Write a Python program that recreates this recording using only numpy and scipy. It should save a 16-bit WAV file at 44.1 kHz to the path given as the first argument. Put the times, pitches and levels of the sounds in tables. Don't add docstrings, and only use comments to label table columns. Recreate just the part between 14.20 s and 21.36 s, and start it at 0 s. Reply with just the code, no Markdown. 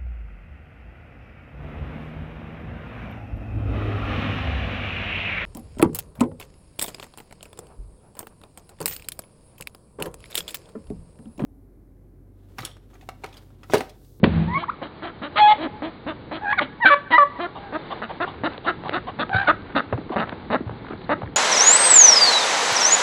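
import sys
import numpy as np
from scipy import signal
from scipy.fft import rfft, irfft, next_fast_len
from scipy.io import wavfile
from scipy.ndimage import uniform_filter1d, minimum_filter1d, map_coordinates

SR = 44100
rng = np.random.default_rng(int(sys.argv[2]) if len(sys.argv) > 2 else 0)


def unload_wav(signal):
    wavfile.write(
        sys.argv[1],
        SR,
        np.round(np.clip(np.atleast_2d(signal).T, -1, 1) * 32767).astype(np.int16),
    )


def invert_db(level):
    return 10 ** (np.asarray(level, dtype=float) / 20)


N = 315756

# centre in Hz, width in Hz, level in dB.
BEAK = [(2800, 300, 0), (3700, 330, 0), (4250, 350, -9)]


def unit(x):
    return x / np.sqrt(np.mean(x ** 2) + 1e-20)


def along(points, hz):
    f, v = np.transpose(points)
    return np.interp(np.log(hz + 1), np.log(f + 1), v)


def wobble(rate, size=N):
    knots = rng.standard_normal(int(size * rate / SR) + 4)
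    return map_coordinates(knots, [np.arange(size) * rate / SR])


def phase(hz):
    return 2 * np.pi * np.cumsum(hz) / SR


def filtered(x, response):
    m = next_fast_len(len(x) + SR // 4)
    return irfft(rfft(x, m) * response(np.fft.rfftfreq(m, 1 / SR)), m)[:len(x)]


def resonant(modes):
    return lambda f: sum((-1) ** k * invert_db(db) * 1j * f * w / (c * c - f * f + 1j * f * w)
                         for k, (c, w, db) in enumerate(modes))


def spell(t, start, end, edge=0.0003):
    return np.clip(np.minimum(t - start, end - t) / edge, 0, 1)


def call(rows, edge):
    s, *cols = np.transpose(rows)
    t = np.arange(s[0], s[-1], 1 / SR)
    return round(s[0] * SR), t, spell(t, s[0], s[-1], edge), [np.interp(t, s, c) for c in cols]


def air():
    # time in seconds, traffic in dB, leaves in dB.
    air_levels = [(0.0, -37, -58.5), (0.56, -45, -47), (1.11, -46.5, -45.5), (1.25, -46, -43.5),
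                  (1.91, -43, -45.5), (2.77, -47, -48), (3.6, -43.5, -41.5), (4.4, -41.5, -43.5),
                  (5.3, -41.5, -44.5), (6.2, -42, -45.5), (7.16, -40, -46.5)]
    # frequency in Hz, density in dB per Hz.
    traffic_shape = [(12, -50.5), (20, -6.5), (123, -9.5), (220, -9.5), (362, -11), (500, -15), (650, -37),
                     (1100, -120)]
    leaves_shape = [(150, -37.5), (250, -27), (363, -12), (736, -13), (865, -8.5), (908, -12.5),
                    (2060, -19), (2250, -16.5), (2420, -24), (4850, -20.5), (6300, -79), (10700, -120)]
    _, _, _, levels = call(air_levels, edge=.01)
    traffic_db, leaves_db = [np.pad(db, (0, N), "edge")[:N] for db in levels]

    def rush(shape):
        return unit(filtered(rng.standard_normal(N), lambda f: invert_db(along(shape, f))))

    traffic = invert_db(traffic_db + 1.5 * wobble(8)) * rush(traffic_shape)
    leaves = invert_db(leaves_db + 1.5 * wobble(14)) * rush(leaves_shape)
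    return traffic + leaves


def lid():
    # frequency in Hz, level in dB, 60 dB decay in seconds.
    lid_modes = [(85.7, -29.5, 0.72), (161, -13, 0.73), (221, -10.5, 0.074), (286, -6, 0.16),
                 (413, -11.5, 0.097), (513, 0, 0.05)]
    # time in seconds, boards in dB, crack in dB.
    contacts = [
        (0.0314, -1.5, -25),
        (.037, -6.5, -7.5),
        (0.0408, 0, 2.5),
        (0.0434, -1.5, -5.5),
        (0.065, -10.5, -38.5),
        (.074, -11, -43.5),
        (.091, -15.5, -31.5),
    ]
    out, t = np.zeros(N), np.arange(SR // 2) / SR
    for s, db, crack_db in contacts:
        ring = sum(invert_db(level + rng.normal(0, 3) - 60 * t / t60) * np.sin(2 * np.pi * hz * t)
                   for hz, level, t60 in lid_modes)
        knock = invert_db(-60 * t / 0.036) * np.sin(2 * np.pi * 215 * t)
        knock += invert_db(0.5 - 60 * t / 0.018) * np.sin(2 * np.pi * 400 * t)
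        splinter = filtered(rng.standard_normal(len(t)), lambda f: 1 / (1 + 1j * f / 1500))
        crack = invert_db(crack_db + 9.5 - 60 * t / 0.011) * splinter
        onset = np.sin(np.minimum(t / 0.0026, 1) * np.pi / 2) ** 2
        blow = onset * invert_db(db) * (invert_db(-17.0) * ring + 1.2 * knock)
        out[round(s * SR):][:len(t)] += blow + np.minimum(t / 0.0011, 1) * crack
    return out


def shiver():
    # Start, time the hum starts to die and end in seconds, then hum in dB, grit in dB.
    start, dies, end, low_db, grit_db = (.044, .21, .4, -22, -21)
    # frequency in Hz, level in dB.
    board_modes = [(72, -5), (100, -10), (166, 0), (215, -6), (320, -13)]
    t = np.arange(N) / SR
    hum = sum(invert_db(db + 3 * np.tanh(wobble(40))) * np.sin(2 * np.pi * hz * t + .8 * wobble(40))
              for hz, db in board_modes)
    grit = unit(filtered(rng.standard_normal(N), resonant([(500, 1100, 0)])))
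    settling_db = -40 * np.maximum(dies - .06 - t, 0) - 75 * np.maximum(t - dies, 0)
    rumble = invert_db(settling_db) * (invert_db(low_db) * hum + invert_db(grit_db - 13.5) * grit)
    trickle = invert_db(grit_db - 60 * (t - start) / 0.11) * grit
    return spell(t, start, end, edge=0.018) * rumble + spell(t, start, end) * trickle


def chirp(s, length, from_hz, to_hz, db):
    peak = 0.75
    bend, edge_db, closing_db, third_db = 2.4, 16.5, -26, -30.5
    rows = [(s + u * length, from_hz + u ** bend * (to_hz - from_hz), db - edge * edge_db, u * closing_db - 5)
            for u, edge in [(0, 1), (peak / 2, .5), (peak, 0), (1, 1)]]
    return rows, third_db, 0


def squawks():
    # time in seconds, pitch in Hz, loudest tone in dB,
    # beak opening (second tone over first) in dB.
    rising = [(.27, 833, -46, -7), (.285, 915, -33.5, -9.5), (.33, 993, -30, -5.5),
              (.36, 1094, -20.5, -2.5), (.38, 1127, -21.5, -5.5), (.387, 1220, -49.5, -18)]
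    onset = [(1.157, 598, -29, -1), (1.166, 607, -24.5, 7.5), (1.18, 643, -19, 8.5), (1.188, 624, -25.5, 6),
             (1.2, 648, -34, -10.5)]
    scream = [(1.176, 830, -37.5, -10), (1.186, 829, -20, -23), (1.202, 851, -13.5, -13),
              (1.228, 838.6, -9.5, -26), (1.27, 846.5, -10.5, -14), (1.292, 844.5, -12, -31),
              (1.306, 862, -12.5, -18), (1.326, 844, -11, -27), (1.34, 797, -23, -25)]
    rattle = [(2.21, 735, -44, -1.5), (2.23, 870, -31, -11), (2.27, 804, -27, 2.5), (2.328, 847, -19, 7),
              (2.332, 1120, -18.5, -6.5), (2.345, 1160, -33.5, 1)]
    yelp = [(2.37, 830, -42.5, 6.2), (2.378, 812, -26, 4.3), (2.386, 732, -18, 8), (2.394, 725, -13.5, 26),
            (2.397, 583, -22, 18), (2.403, 590, -20.5, 16), (2.408, 607, -40, 6)]
    sliding = [(2.6, 870, -37, -15.5), (2.615, 975, -28.5, 3.5), (2.627, 964, -18, 6.5),
               (2.64, 896, -16.5, 2.5), (2.648, 843, -20, 0)]
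    falling = [(2.646, 851, -21, 2.5), (2.655, 792, -12.5, 9.8), (2.663, 754, -2, 19),
               (2.68, 780.4, -13, 44), (2.693, 726, -10, 23)]
    low = [(2.694, 665, -21.5, 11), (2.708, 574, -12, 10), (2.725, 579, -11, 11), (2.743, 564, -11.5, 9.2),
           (2.753, 575, -48.5, 6)]
    high = [(2.902, 930, -45.5, -16), (2.92, 1013, -21, 8.5), (2.94, 942, -11.5, 1),
            (2.955, 976, -12.5, 0.5), (2.97, 1003, -13, 10.5), (2.978, 1016, -30, -2.5)]
    dropped = [(2.98, 595, -4.5, 17), (2.984, 595.6, -6, 17), (3.0, 580.5, -10.5, 16), (3.035, 563, -9, 16),
               (3.045, 545, -31.5, 8.6)]
    faint = [(3.36, 793, -45, -26), (3.45, 813, -43, -4), (3.53, 746, -48.5, -3)]
    arched = [(5.098, 739, -32.5, -12), (5.125, 800, -28, -6), (5.14, 743.5, -21, 7), (5.17, 768, -19.5, 9),
              (5.2, 787, -22, 9), (5.225, 804, -24, 3.5), (5.255, 725, -43.5, 1)]
    gasp = [(5.266, 731, -36, 7.4), (5.276, 740, -14, 14.8), (5.29, 714, -17.5, 6.1)]
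    # curve, third tone against the loudest in dB, the tones above in dB.
    held = [(rising, -27.5, 0), (onset, -6.5, 0), (scream, -20, 2.5), (rattle, -14, -3), (yelp, 0, -6),
            (sliding, -21.5, 0), (falling, -6, -5.5), (low, -5.5, 1.3), (high, -20, 3.3),
            (dropped, -15, 2.9), (faint, -26, 0), (arched, -16, 2.4), (gasp, -11, 0)]
    fourths = [5, -5.5, 7, -2.5, -0.5, -2, 2.5, 5, 1.5, 2, -10, -6.5, -1.5]
    # start in seconds, length in seconds, from Hz, to Hz, peak in dB.
    chirps = [
        (.42, 0.029, 773, 1596, -22.5),
        (0.481, 0.024, 893, 1596, -17),
        (0.524, 0.025, 1120, 1260, -44),
    ]
    # start and end in seconds, throb in Hz, throb depth 0-1, hoarseness 0-1.
    breaks = [(.27, .36, 95, .2, .16), (1.15, 1.205, 310, .1, .3), (1.195, 1.31, 300, 0, .035),
              (1.3, 1.35, 200, 0, .15), (2.21, 2.33, 103, .45, .12), (2.37, 2.42, 150, .1, .1),
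              (2.645, 2.705, 125, .3, .12), (2.72, 2.76, 145, .1, .08), (2.9, 2.93, 150, .2, .2),
              (2.975, 2.986, 300, .1, .2), (3.35, 3.54, 90, .2, .2), (5.095, 5.26, 58, .55, .17),
              (5.26, 5.3, 90, 0, .2)]
    # start and end in seconds, half-pitch tones in dB.
    halvings = [
        (1.155, 1.211, -4),
        (1.271, 1.344, -9.5),
        (2.694, 2.76, -19.5),
        (2.98, 3.027, -42.5),
    ]
    # frequency in Hz, level in dB.
    upper = [(1700, 17), (2600, -2.5), (3400, -1.5), (4200, -5.5), (5000, -11.5)]
    # centre in Hz, width in Hz, level in dB.
    rasp_air = [(1400, 2700, -0.5), (2170, 420, 0), (3500, 1900, -1)]
    out, air_gain = np.zeros((2, N))
    notes = held + [chirp(*row) for row in chirps]
    for (rows, third_db, upper_db), fourth_db in zip(notes, fourths + [0] * len(chirps)):
        at, t, gate, (hz, db, open_db) = call(rows, edge=0.0015)
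        n = len(t)
        first_db, second_db = db - np.maximum(open_db, 0), db + np.minimum(open_db, 0)
        third_db = third_db + db + .9 * (db - db.max())
        hoarse = .045 + sum(spell(t, a, b, edge=.005) * rough for a, b, _, _, rough in breaks)
        throb = 1 + sum(spell(t, a, b) * depth * np.sin(phase(rate * (1 + 0.21 * wobble(44, n))))
                        for a, b, rate, depth, _ in breaks)
        halved = sum(spell(t, a, b, edge=0.021) * invert_db(half_db) for a, b, half_db in halvings)
        turn = phase(uniform_filter1d(hz, size=90) * (1 + 0.0044 * wobble(59.6, n))) + hoarse * wobble(550, n)

        sizes = {1: invert_db(first_db), 2: invert_db(second_db), 3: invert_db(third_db + 2.3 * wobble(40, n))}
        for k in range(4, 9):
            tilt_db = along(upper, k * hz) - along(upper, 3 * hz)
            waxing_db = 3.5 * wobble(37, n)
            sizes[k] = invert_db(third_db + upper_db + 0.29 * (db - db.max()) + tilt_db + waxing_db)
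        sizes[4] = sizes[4] * invert_db(fourth_db)
        for k in np.arange(8) + .5:
            sizes[k] = halved * invert_db(db - 16 * abs(np.log2(k * hz / 2150)) + 3.5 * wobble(28, n))
        tone = sum(size * np.sqrt(2) * np.sin(k * turn + rng.uniform(0, 2 * np.pi)) for k, size in sizes.items())
        out[at:at + n] += gate * tone * throb * (1 + 0.17 * hoarse * wobble(650, n))
        air_gain[at:at + n] += gate * (hoarse - .033) * invert_db(db - 2.5 + 5.5 * wobble(120, n))
    return out + filtered(air_gain * rng.standard_normal(N), resonant(rasp_air))


def snaps(hz, rasp):
    n = len(hz)
    cycles = .55 + np.cumsum(hz * (1 + .4 * rasp * wobble(260, n))) / SR
    sizes = invert_db(10 * rasp * np.tanh(rng.standard_normal(n)))
    snap = np.diff(np.floor(cycles), prepend=0) * sizes
    hiss = rng.standard_normal(n) * np.exp(-3 * (cycles % 1))
    return unit(unit(snap) + .9 * rasp * unit(hiss)), cycles


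def clucks():
    # start in seconds, length in seconds,
    # settled pulse rate in Hz, throat in dB, mouth opening in dB.
    far_clucks = [(0.362, 0.1, 347.3, -35, 0), (0.615, 0.068, 333, -35.5, -3.5),
                  (0.821, 0.09, 347.6, -33.5, 0), (1.016, 0.069, 284.8, -29.5, 2),
                  (1.155, 0.067, 324.4, -34, 7.5), (1.38, 0.096, 330.8, -30.5, -9.5),
                  (1.62, 0.081, 332.3, -34, -11), (1.864, 0.068, 329.6, -30, -3.5),
                  (2.111, 0.08, 327, -31.5, -4), (2.406, 0.056, 298.2, -29, -2),
                  (2.647, 0.064, 326.8, -23.5, 4), (2.904, 0.061, 341, -24, 2.5),
                  (3.189, 0.08, 367.3, -26, -2)]
    near_clucks = [(3.523, 0.051, 340, -25, -1.5), (3.816, .053, 231.4, -30, 3),
                   (4.0, 0.052, 385.2, -19.5, 2.5), (4.234, 0.048, 347.9, -19, 1),
                   (4.463, 0.054, 371, -19, 3.5), (4.722, 0.066, 319.5, -21.5, 4),
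                   (4.987, 0.053, 286.6, -21.5, 4), (5.28, 0.038, 341, -13, 4.5),
                   (5.549, 0.062, 274, -18, 4), (5.957, 0.091, 218.1, -22, 0),
                   (6.3, 0.07, 248.6, -20.5, -2.5), (6.891, 0.052, 319.6, -17.5, 2)]
    rasps = [.08, .35, .3, .25, .2, .2, .18, .2, .25, .36, .2, .2, .05, .13, .4, .15, .2, .22, .33, .36, .2,
             .4, .45, .36, .09]
    # swell from start to end in dB, beak turned to or from the camera in dB.
    turns = [(-0.5, -3.5), (-6, -1), (-4.5, -2), (-4, -3.5), (-8, 9.5), (12.5, -2), (-11.5, -3.5),
             (-6.5, -2), (-3.5, 0), (-11, -2), (-10, 0), (-2, -1), (2.5, -7), (8, -5.5), (-9, 2.5),
             (0.5, -3.5), (-1, 1), (-0.5, 2), (1, 3.5), (2, 7), (2, -1.5), (-4.5, 3.5), (-2, 1.5),
             (2.5, -1), (5.5, -4.5)]
    stretches = [0.0021, -0.02, 0.0098, -0.043, 0.019, -0.0061, 0.026, -0.1, 0.02, -0.017, 0.039, -0.019,
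                 0.0014, -0.053, 0.0033, -0.036, 0.031, 0.021, -0.0021, -0.04, -0.049, -0.0085, 0.0073,
                 0.015, 0.0058]
    # centre in Hz, width in Hz, level in dB.
    windpipe_modes, mouth_modes = [(647, 390, -1.5)], [(1300, 137, 3.5), (1540, 470, -3), (2126, 560, -11)]
    # centre in Hz, width in Hz, level in dB.
    far_beak = [(3125, 480, 3.5), (3830, 220, -2), (2500, 300, -2.5)]

    def walls(f):
        return 1 / (1 + (f / 2300) ** 10) ** .5 / (1 + 1j * f / 4000)

    out = np.zeros(N)
    each = zip(far_clucks + near_clucks, rasps, turns, stretches)
    for k, ((s, length, hz, db, open_db), rasp, (swell_db, turn_db), stretch) in enumerate(each):
        at, t, gate, (u,) = call([(s, 0), (s + length, 1)], edge=.002)
        n, near = len(t), k >= len(far_clucks)
        rise = 0.3 * max(1 - rasp / .5, 0) * np.exp((s - t) / 0.016)
        hz = hz * (1 - rise - .07 * u ** 2)
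        db = db - 4 * np.exp((s - t) / 0.02) - 6.5 * u ** 3 + swell_db * (u - .5)
        chest_db = (-6.5 if near else -4.5) - 0.66 * open_db
        beak_db = (-7.5 if near else -2) - 10 * rasp + turn_db
        source, cycles = snaps(hz * (1 - 0.29 * np.exp((t[0] - t) / 0.0046)), rasp)
        breath = (.15 + rasp) * rng.standard_normal(n) * np.exp(-2 * (cycles % 1))
        opening_db = open_db + 9 * (u - .5)
        fade = gate * np.clip((t[-1] + .002 - t) / .009, 0, 1)
        scale = 1 + np.clip(stretch, -.15, .15)

        def patch(depth_db):
            return fade * invert_db(db + depth_db * wobble(70, n))

        def ring(x, response):
            return filtered(np.pad(x, (0, 900)), lambda f: response(f / scale))

        pipe = ring(patch(2.8) * invert_db(14.5 - opening_db / 2) * source,
                    lambda f: resonant(windpipe_modes)(f) * walls(f))
        mouth = ring(patch(2.0) * invert_db(14.5 + opening_db / 2) * (source + breath),
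                     lambda f: resonant(mouth_modes)(f) * walls(f))
        effort = invert_db(beak_db + 13.5) * np.sin(np.pi * u ** 0.87)
        beak = sum(ring(patch(2) * effort * (source + 1.3 * breath),
                        lambda f: invert_db(top_db) * resonant([(c, 2.1 * w, 0)])(f) ** 2)
                   for c, w, top_db in (BEAK if near else far_beak))
        out[at:][:n + 900] += mouth - pipe + beak
        hum = np.cos(2 * np.pi * cycles + 0.015) * (1 + rasp * wobble(150, n))
        out[at:][:n] += spell(t, t[0], t[-1]) * invert_db(db + chest_db + 2.5) * hum
    return out


def grunts():
    # peak time in seconds, peak in dB, beak against it in dB.
    grunt_calls = [
        (3.36, -27, -15),
        (3.71, -20, -18),
        (3.897, -22.5, -27),
        (4.074, -26, -12.5),
        (4.452, -24, -13),
        (4.657, -22.5, -40),
        (4.878, -20.5, -24),
        (5.924, -21, -34),
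    ]
    low, high = np.zeros((2, N))
    u = np.arange(0, 1, 1 / (0.046 * SR))
    for s, db, beak_db in grunt_calls:
        pulses = snaps(250 + 60 * u, 1.0)[0] + rng.standard_normal(len(u))
        source = np.sin(np.pi * u ** 0.83) * np.clip(pulses, -2.5, 2.5)
        at = round((s - .012) * SR)
        low[at:][:len(u)] += invert_db(db + 5.5) * source
        high[at:][:len(u)] += invert_db(db + beak_db + 8.5) * source
    throat = resonant([(830, 264, 3.5), (1200, 70, 1.5)])
    return filtered(low, throat) + filtered(high, resonant(BEAK))


def songbird():
    start, end, hz, db = (3.55, 3.87, 3620, -57)
    t = np.arange(N) / SR
    whistle = np.sin(phase(hz * (1 + .02 * wobble(55))))
    return spell(t, start, end) * invert_db(db + 6.4 * wobble(56)) * whistle


def brushes():
    # start in seconds, length in seconds, centre in Hz, level in dB.
    swells = [(4.05, .17, 1000, -49), (4.284, 0.11, 900, -41), (4.613, 0.16, 800, -42),
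              (5.096, 0.25, 1086, -34), (5.378, 0.2, 800, -44), (5.666, .1, 1200, -48),
              (5.816, 0.092, 700, -54.5), (6.026, .13, 800, -37.5), (6.433, 0.091, 900, -49),
              (6.598, 0.2, 1100, -45.5), (6.651, 0.073, 4000, -52), (6.765, 0.097, 4000, -45.5),
              (7.023, 0.075, 900, -47)]
    out = np.zeros(N + SR)
    for s, length, hz, db in swells:
        u = np.arange(0, 1, 1 / (length * SR))
        grit = invert_db(4 * wobble(150, len(u))) * rng.standard_normal(len(u))
        rustle = unit(filtered(grit, lambda f: resonant([(hz, 1600, 0)])(f) ** 2))
        out[round(s * SR):][:len(u)] += invert_db(db) * np.sin(np.pi * u) * rustle
    return out[:N]


def boots():
    # time in seconds, peak in dB, pitch in Hz.
    twigs = [(4.335, -28, 3730), (4.379, -22.5, 3060), (4.637, -22, 904), (4.683, -24, 3500),
             (4.694, -10, 790), (5.094, -19, 866), (5.218, -26, 2500), (5.25, -26, 4210),
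             (5.421, -33.5, 4000), (6.094, -18.5, 1780), (6.817, -32.5, 837)]
    # time in seconds, peak in dB, pitch in Hz.
    clods = [(4.38, -24.5, 450), (5.409, -44, 580), (5.726, -20.5, 900), (5.776, -25, 790),
             (5.813, -30, 600), (5.894, -25, 794), (6.125, -22.5, 864), (6.477, -32, 694),
             (6.494, -21, 600), (6.513, -32.5, 810), (6.646, -29, 1000), (6.665, -29.5, 1470),
             (6.701, -36, 1340), (6.719, -28, 1250), (6.731, -30, 1400), (7.017, -20.5, 770),
             (7.027, -37.5, 1400), (7.059, -38, 1600), (7.074, -31.5, 1600)]
    # time in seconds, peak in dB, push in Hz, crunch against it in dB.
    treads = [(5.135, -16, 122.6, -2.5), (5.715, -7.5, 151.6, -4), (5.773, -16.5, 297, -22.5),
              (5.808, -27.5, 192.5, -24), (5.892, -16, 330, -22), (6.113, -23, 215, -5),
              (6.234, -34, 201, 11), (6.396, -15.5, 289, -33), (6.453, -22, 134.2, -23),
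              (6.496, -24.5, 130, -2), (6.516, -23.5, 259, -25), (6.696, -15.5, 263, -15),
              (6.723, -23.5, 278, -9), (7.02, -23, 130, 3), (7.05, -29, 89.7, -15)]
    push, crunch, click = np.zeros((3, N + SR))
    t = np.arange(SR // 10) / SR
    n = len(t)
    for s, db, hz, crunch_db in treads:
        at = round((s + 0.01) * SR)
        turn = phase(hz * (.85 + .45 * np.exp(-t / 0.004))) + 1.0 * wobble(170, n)
        push_db = db - 3.0 - 60 * t * hz / 15 + 3.2 * wobble(74, n)
        push[at:][:n] += invert_db(push_db) * (1 - np.exp(-t / .002)) * np.sin(turn)
        soil_db = db + .5 * crunch_db + 8.0 - 60 * t / 0.064 + 1.1 * wobble(260, n)
        crunch[at:][:n] += np.minimum(t / 0.00077, 1) * invert_db(soil_db) * rng.standard_normal(n)
    for s, db, hz in twigs:
        snap = filtered(invert_db(-60 * t / 0.0055) * rng.standard_normal(n), resonant([(hz, 1100, 0)]))
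        click[round(s * SR):][:n] += invert_db(db + 2.0) * snap / abs(snap).max()
    for s, db, hz in clods:
        burst = (1 - np.exp(-t / .001)) * invert_db(-60 * t / 0.014) * rng.standard_normal(n)
        crumb = filtered(burst, lambda f: resonant([(hz, 700, 0)])(f) ** 2 / (1 + 1j * f / 2000))
        click[round(s * SR):][:n] += invert_db(db) * crumb / abs(crumb).max()
    soil = resonant([(600, 900, 0)])
    return push[:N] + filtered(crunch[:N], lambda f: soil(f) ** 2 + .035) + click[:N]


def garden(x):
    # frequency in Hz, 60 dB decay in seconds.
    tree_decay = [(200, 0.34), (1000, 0.074), (4000, 0.34)]
    # delay in seconds, smear in seconds, level in dB.
    echoes = [
        (.033, 0.013, -19.5),
        (.075, .02, -28),
        (.13, 0.044, -32),
        (0.203, .05, -30),
    ]
    hz, t, z = signal.stft(rng.standard_normal(SR), SR, nperseg=256)
    tail = signal.istft(z * invert_db(-60 * t / along(tree_decay, hz)[:, None]), SR, nperseg=256)[1]
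    tail = invert_db(-8.5) * np.pad(tail / np.linalg.norm(tail), (600, 0))
    n = SR // 10
    for s, smear, db in echoes:
        scatter = rng.standard_normal(n) * np.exp(-np.arange(n) / (smear * SR))
        tail[round(s * SR):][:n] += invert_db(db) * scatter / np.linalg.norm(scatter)
    return filtered(signal.fftconvolve(x, tail)[:N], lambda f: 1 / (1 + 1j * f / 3800) ** 2)


def scene():
    slam, calls = lid(), squawks()
    near = clucks() + grunts() + brushes() + boots()
    answer = garden(calls + invert_db(-13.5) * slam + invert_db(-5.0) * near)
    return (air() + slam + shiver() + calls + near + songbird() + answer)[None]


def band_limit(x):
    return signal.sosfilt(signal.butter(12, 5000, fs=SR, output="sos"), x)


def record(dry):
    # frequency in Hz, level in dB.
    mic = [(20, -10.5), (100, 4), (4000, -3), (4700, -14), (5000, -21.5), (5250, -84)]
    x = filtered(dry[0], lambda f: invert_db(along(mic, f)))
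    top = np.where(np.arange(N) < SR // 2, 1.7, .95)
    need = minimum_filter1d(np.minimum(1, top / (abs(x) + 1e-9)), size=201)
    x = filtered(x * uniform_filter1d(need, size=100), lambda f: f < 5400)
    return band_limit(np.clip(x, -1, 1)[None])


dry = scene()
out = record(dry)
unload_wav(out)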